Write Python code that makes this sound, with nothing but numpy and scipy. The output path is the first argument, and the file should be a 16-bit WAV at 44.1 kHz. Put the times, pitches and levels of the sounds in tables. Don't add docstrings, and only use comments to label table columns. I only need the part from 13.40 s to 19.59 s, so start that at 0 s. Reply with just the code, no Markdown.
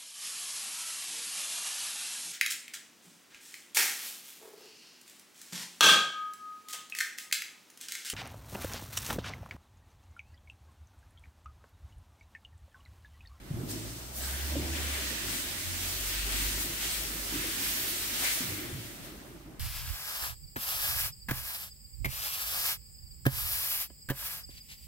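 import sys
import numpy as np
from scipy import signal
from scipy.fft import rfft, irfft, next_fast_len
from scipy.io import wavfile

SR = 44100
rng = np.random.default_rng(int(sys.argv[2]) if len(sys.argv) > 2 else 0)


def ratio_of_db(decibels):
    return 10 ** (np.asarray(decibels, float) / 20)


def put_to_file(sound):
    columns = np.atleast_2d(sound).T
    safe = np.clip(columns, -1, 1)
    whole_steps = np.round(safe * 32767)
    wavfile.write(sys.argv[1], SR, whole_steps.astype(np.int16))


N = 273199


def in_time(rows):
    s, *columns = np.transpose(rows)
    return [np.interp(np.arange(N) / SR, s, column) for column in columns]


def at_hz(points, hz):
    table_hz, value = np.array(points)[:, 0], np.array(points)[:, 1]
    return np.interp(np.log(hz), np.log(table_hz), value)


def rms_one(x):
    return x / np.sqrt(np.mean(x ** 2) + 1e-20)


def drift(rate_hz):
    step = 40
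    settle = 2000
    r = np.exp(-2 * np.pi * step * rate_hz / SR)
    noise = rng.standard_normal(N // step + settle + 2)
    slow = signal.lfilter([1], [1, -2 * r, r * r], noise)[settle:]
    return np.interp(np.arange(N) / step, np.arange(len(slow)), rms_one(slow))


def bump(s, fall_s, rise_share=1):
    step = 64
    t = np.arange(0, N + step, step) / SR - s
    length_s = max(fall_s, .01) * np.where(t < 0, rise_share, 1)
    bell = np.exp(-(t / length_s) ** 2)
    return np.interp(np.arange(N) / step, np.arange(len(t)), bell)


# frequency in Hz, left-right likeness from 0 to 1.
LIKENESS = [(40, 1), (125, 0.67), (250, 0.76), (500, 0.46), (1000, 0.077), (4000, 0.051)]


def coloured(spectrum, size):
    hz = np.maximum(np.fft.rfftfreq(size, 1 / SR), 1)
    mid, side = rfft(rng.standard_normal((2, size)))
    alike = np.clip(at_hz(LIKENESS, hz), 0, 1)
    both = np.sqrt(1 + alike) * mid + np.sqrt(1 - alike) * side * [[1], [-1]]
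    inside = (hz > spectrum[0][0]) & (hz < spectrum[-1][0])
    return rms_one(irfft(both * ratio_of_db(at_hz(spectrum, hz)) * inside, size))


def patchy(noise, low_hz, gain_db, count):
    size = next_fast_len(N, True)
    hz = np.fft.rfftfreq(size, 1 / SR)
    spectrum = rfft(noise, size)
    thirds = np.log2(np.maximum(hz, 1) / low_hz) * 3
    out = 0
    for k in range(count):
        window = np.cos(np.pi / 2 * np.clip(thirds - k, -1, 1)) ** 2
        band = irfft(spectrum * window, size)[:, :N]
        out = out + ratio_of_db(gain_db(low_hz * 2 ** (k / 3))) * band
    return out


# start in seconds, steam flow in dB, nearness to the panel as roar gain
# in dB, aim at the microphone as sizzle gain in dB, pitch of the hollow under the nozzle in Hz.
HANDLING = [(0.0, -61.5, 6, -4, 2000), (0.15, -53.5, -2.5, -5, 2100), (0.275, -51, -4, -4, 2800),
            (0.31, -43.5, -4.5, -6, 3060), (0.72, -47.5, -6.5, -5.5, 2500), (0.78, -42, -8.5, 0, 2150),
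            (0.84, -39.5, -3, -3, 1900), (1.31, -40.5, -2, -5.5, 2280), (1.36, -38.5, 2, -5, 2390),
            (1.85, -38, -0.5, -6, 2270), (2.2, -38.5, -1.5, -4.5, 2550), (2.6, -37, -2.5, -4.5, 2360),
            (3.33, -39, -1.5, -3.5, 2540), (3.8, -39, -3.5, -3, 2270), (4.1, -37.5, -2, -2, 2360),
            (5.02, -35.5, -2.5, -2.5, 2380), (5.28, -45.5, 1.5, -2.5, 2207), (6.19, -64, 0, -4, 2003)]
# time in seconds, gain in dB, length in seconds, colour
SURGES = [(0.3, 4.5, 0.036, 0.44), (0.765, 2, 0.019, 1), (0.993, 0, 0.17, 1), (1.17, -1, 0.094, -1.3),
          (1.36, 0.5, 0.025, -1.15), (1.558, 1, 0.16, -0.062), (1.93, 3, 0.12, .4), (2.463, 1.5, .12, 0.79),
          (2.675, 2, 0.057, 0.93), (2.755, 2, 0.1, -0.89), (2.928, 3.5, 0.083, -0.23),
          (3.04, 3.5, 0.17, -0.02), (3.216, 2.5, 0.044, 0.69), (3.434, 4.5, 0.081, -0.24),
          (3.55, 4, 0.096, -0.093), (3.951, 2, 0.14, -1.04), (4.254, 3, 0.17, -0.11),
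          (4.4, 0.5, 0.067, 0.91), (4.484, 1.5, .05, 0.99), (4.7, -0.5, 0.035, -0.75),
          (4.758, 1.5, .05, -0.76), (4.849, 5, 0.091, -0.39), (4.912, 1, 0.054, .6), (5.476, 1, 0.17, 0.79),
          (5.65, 3.5, 0.053, 0.062)]
SURGE_RISE_SHARE = 0.47
ROAR_WANDER, SURGE_LIFT = 0.11, 0.061
SIZZLE_SHARE, SWAY_DB = 0.95, 1


def lance():
    flow_db, near_db, aim_db, hollow_hz = in_time(HANDLING)
    surges = np.array([bump(s, fall_s, SURGE_RISE_SHARE) for s, _, fall_s, _ in SURGES])
    _, gain_db, _, colour = np.transpose(SURGES)
    surge_db = gain_db @ surges
    tilt_db = (np.abs(gain_db) * colour) @ surges
    jet_db = flow_db + surge_db
    roar_db = jet_db + near_db - tilt_db
    roar_hz = hollow_hz * (1 + ROAR_WANDER * drift(4.0) + SURGE_LIFT * surge_db)
    sizzle_db = jet_db + aim_db + SIZZLE_SHARE * tilt_db
    return jet_db, roar_db, roar_hz, sizzle_db, SWAY_DB * drift(4.7)


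# frequency in Hz, density in dB per Hz.
JET = [(800, -10.5), (1100, -9), (1400, -6.5), (1700, -4), (2080, -4), (2550, -5.5), (3100, -4), (4500, -5),
       (7200, -6.5), (8700, -3.5), (10000, -4), (12000, -1.5), (15000, -3), (16200, -1.5)]


def steam():
    jet_db, roar_db, roar_hz, sizzle_db, sway_db = lance()
    flutter = drift(12.4)

    def band_db(hz):
        low_share = np.clip(np.log2(5500 / hz) / 1.2, 0, 1)
        hollow_db = 1.85 * np.exp(-(np.log2(hz / roar_hz) / 0.2) ** 2)
        hollow_db = hollow_db - 3.7 * np.clip(np.log2(0.71 * roar_hz / hz), 0, 1)
        level_db = low_share * (roar_db + 6.5 + hollow_db) + (1 - low_share) * (jet_db + 4.5)
        if hz > 10000:
            level_db = sizzle_db + 3.5
        return level_db + 0.19 * flutter + 0.73 * drift(8.7)

    jet = patchy(coloured(JET, size=next_fast_len(N, True)), 814, band_db, count=14)
    return jet * ratio_of_db(sway_db * [[.5], [-.5]])


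# start in seconds, end in seconds,
# pitch in Hz, width in Hz, level in dB.
WHISTLES = [(0.797, 1.21, 1597, 220, -49.5), (1.366, 1.616, 1940, 299.6, -51),
            (1.618, 2.05, 1890, 300, -50), (2.712, 2.828, 3600, 900, -44), (2.903, 3.104, 3300, 797, -45),
            (3.413, 3.54, 3100, 900, -42), (4.837, 4.952, 2150, 400, -27), (4.944, 5.35, 2150, 500, -48),
            (.293, .345, 3200, 700, -52), (.295, .34, 6000, 3000, -48), (0.807, 0.955, 7940, 900, -39),
            (4.202, 4.548, 12750, 1500, -44)]


def whistles():
    out, t = np.zeros((2, N)), np.arange(N) / SR
    for start, end, hz, width_hz, level_db in WHISTLES:
        r = np.exp(-np.pi * width_hz / SR)
        poles = [1, -2 * r * np.cos(2 * np.pi * hz / SR), r * r]
        tone = signal.lfilter([1], np.convolve(poles, poles), rng.standard_normal((2, N)))
        swell = np.clip(np.minimum((t - start) / 0.031, (end - t) / 0.22), 0, 1)
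        out += ratio_of_db(level_db) * swell * rms_one(tone)
    return out


# time in seconds, firing rate in Hz, fundamental in dB, second order in dB.
ENGINE = [(0.0, 45.2, -54, -67), (0.3, 51.84, -50, -44.5), (0.55, 56.5, -51.5, -49.5),
          (0.75, 64.4, -48, -58), (0.83, 65.7, -39.5, -67), (1.12, 71.9, -37.5, -69),
          (1.42, 75.5, -35.5, -72), (1.72, 59.2, -44.5, -61), (1.98, 43.8, -52, -56), (2.2, 42.4, -60, -54),
          (2.28, 44.2, -52, -40.5), (2.65, 47.1, -43, -51), (2.88, 48.8, -37.5, -51),
          (3.17, 50.4, -39, -47.5), (3.3, 51.3, -48.5, -57), (3.97, 50.2, -44, -98),
          (4.18, 49.1, -55.5, -58), (4.92, 47.4, -54, -59.5)]


def engine():
    hz, first_db, second_db = in_time(ENGINE)
    phase = 2 * np.pi * np.cumsum(hz) / SR
    waver = 0.2 * drift(5) + 0.2 * drift(3.7) * [[1], [-1]]
    after_last_s = np.arange(N) / SR - ENGINE[-1][0]
    away_db = -14 * np.clip(after_last_s / 0.0493, 0, 1)
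    first = ratio_of_db(first_db + 0.31 * away_db + 2.0 * drift(18.0)) * np.sin(phase + waver)
    second = ratio_of_db(second_db + away_db + 1.4 * drift(3.1)) * np.sin(2 * phase + 1.4 * waver)
    return np.sqrt(2) * (first * ratio_of_db(np.array([[-.2], [.2]])) + second)


# time in seconds, peak in dB, pitch in Hz, T60 in seconds, hall
# answer in dB.
THUDS = [
    (0.103, -30.5, 143, 0.077, -6),
    (0.11, -27, 142, 0.045, -5.5),
    (0.141, -26, 119, 0.045, -1.5),
    (0.185, -29.5, 127, 0.066, 0.5),
    (0.209, -30, 131, 0.11, -15),
    (0.234, -31.5, 240, 0.094, 2),
    (1.134, -34, 136, 0.038, 3),
    (1.164, -27.5, 287, 0.15, -1),
    (1.195, -33.5, 318, 0.068, -13),
         (3.924, -34, 317, 0.065, 3), (3.939, -34, 279, 0.19, -7), (3.957, -35, 306, 0.16, 4.5),
              (4.279, -42, 90.5, 0.12, -4), (4.509, -54, 196.3, 0.1, 11), (5.005, -31, 254, 0.094, 0.5),
              (5.087, -37, 98, 0.19, -4), (5.12, -37, 102.5, 0.2, 3), (5.185, -36, 303, 0.083, 2),
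              (5.326, -33.5, 110, 0.11, -6), (5.349, -32.5, 126, 0.1, -11.5), (5.378, -40, 112, 0.23, -4)]
# time in seconds, peak in dB, pitch in Hz, T60 in seconds, hall answer in
# dB.
KNOCKS = [
    (0.805, -45, 590, 0.039, -15),
    (1.122, -39, 586, 0.046, 7.5),
    (1.155, -31.5, 556, 0.081, -18),
    (1.179, -44, 436, 0.016, -3),
    (4.04, -43, 490, 0.13, -7),
]
# frequency in Hz, density in dB per Hz.
BOOM = [(50, -23), (110, -2.5), (200, -1.5), (330, 5), (450, -11.5), (900, -22.5)]
HALL_T60_S, HALL_GAP_S = 1.5, 0.034


def thuds():
    direct, blows = np.zeros(N), np.zeros(N)
    t = np.arange(SR // 4) / SR
    for s, peak_db, hz, t60, hall_db in THUDS + KNOCKS:
        at = round(s * SR)
        shape = (1 - np.exp(-t * hz * 7.0)) ** 2 * ratio_of_db(-60 * t / max(t60, .01))
        direct[at:at + len(t)] += ratio_of_db(peak_db) * shape / shape.max() * np.sin(2 * np.pi * hz * t)
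        blows[at] = ratio_of_db(peak_db + hall_db - 42.5)
    t = np.arange(2 * SR) / SR
    onset = np.clip(t / HALL_GAP_S, 0, 1) ** 2
    tail = coloured(BOOM, size=2 * SR) * ratio_of_db(-60 * t / HALL_T60_S) * onset
    return direct + 30 * signal.fftconvolve(blows[None], tail)[:, :N]


# frequency in Hz, density in dB per Hz.
RUMBLE = [(18, -30), (30, -17), (59, 0.5), (118, 2), (198, -2.5), (334, -1.5), (481, -12), (595, -8.5),
          (1120, -16), (1210, -14.5), (1340, -15), (2570, -25), (3000, -27), (3900, -54), (6600, -120)]
# time in seconds, gain in dB, length in seconds, centre in Hz.
BOOMS = [(0.147, 13, 0.082, 140), (0.38, 4.5, 0.1, 277), (0.654, -2.5, .1, 280), (1.178, 15, 0.052, 150),
         (1.214, 6, 0.3, 615), (1.606, 4, 0.82, 280), (2.498, -3.5, 0.12, 300), (3.046, 6.5, 0.32, 282),
         (3.31, 2, 0.058, 150), (3.735, 2.5, 0.26, 290.3), (3.83, -17, .05, 140), (3.937, 11, 0.064, 150),
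         (4.507, 4, 0.46, 293), (4.827, -5, 0.05, 168.6), (4.83, 6, 0.054, 790), (5.048, 13, .1, 140),
         (5.202, 0, 0.16, 286), (5.38, 8, 0.088, 140.8), (0.747, -3, 0.14, 260), (1.724, 0, 0.14, 400),
         (1.75, -3, 0.14, 170), (2.0, 5, 0.18, 60), (2.98, -3, .1, 516), (4.95, -12, 0.16, 70),
         (5.793, -6, 0.31, 91), (1.0, -1, 0.13, 150), (3.75, -4.5, .12, 750), (4.55, 2, 0.24, 515),
         (6.036, -2, 0.11, 194)]
RUMBLE_FLOOR_DB, LOWER_DB, UPPER_DB = -52.5, -2.5, -4
ENGINE_SHARE, STEAM_SHARE = 0.087, 0.29
BOOM_OCTAVES, BOOM_RISE_SHARE = 0.58, 0.48
HEAVE_DB = 1.14


def rumble():
    engine_db, steam_db = in_time(ENGINE)[1], in_time(HANDLING)[0]
    level_db = RUMBLE_FLOOR_DB + ENGINE_SHARE * (engine_db + 47.5) + HEAVE_DB * drift(4.7)
    upper_db = UPPER_DB + STEAM_SHARE * (steam_db + 43)
    swells = np.array([bump(s, length_s, BOOM_RISE_SHARE) for s, _, length_s, _ in BOOMS])
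    _, gain_db, _, centre_hz = np.transpose(BOOMS)

    def band_db(hz):
        upper_share = np.clip(np.log2(hz / 330) / .5, 0, 1)
        lower_share = np.clip(np.log2(240 / hz) / 0.3, 0, 1) * np.clip(np.log2(hz / 70) / .5, 0, 1)
        parts_db = upper_share * (upper_db + 6.0) + lower_share * (LOWER_DB + 1.0)
        nearness = np.exp(-(np.log2(hz / centre_hz) / BOOM_OCTAVES) ** 2)
        booms_db = (gain_db * nearness) @ swells
        return level_db + 5.0 + parts_db + booms_db + 2.25 * drift(16.0)

    return patchy(coloured(RUMBLE, size=next_fast_len(N, True)), 31.1, band_db, count=21)


def scene():
    return steam() + whistles() + engine() + thuds() + rumble()


# frequency in Hz, left over right in dB.
PORTS = [(60, -1.7), (150, 0.6), (300, -1.7), (1200, -0.4), (2800, 1), (5600, -2.1), (9500, .5),
         (14000, 0.1)]


def ports(dry):
    size = next_fast_len(N, True)
    tilt_db = at_hz(PORTS, np.maximum(np.fft.rfftfreq(size, 1 / SR), 1))
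    return irfft(rfft(dry, size) * ratio_of_db(tilt_db * [[.5], [-.5]]), size)[:, :N]


def low_pass(x):
    return signal.sosfilt(signal.butter(12, 16870, fs=SR, output="sos"), x)


def record(dry):
    left, right = ports(dry)
    late = np.array([left, np.roll(right, 3)])
    top_cut = signal.ellip(12, .5, 80, 15730, fs=SR, output="sos")
    mix = signal.sosfilt(top_cut, late)
    return low_pass(mix)


dry = scene()
out = record(dry)
put_to_file(out)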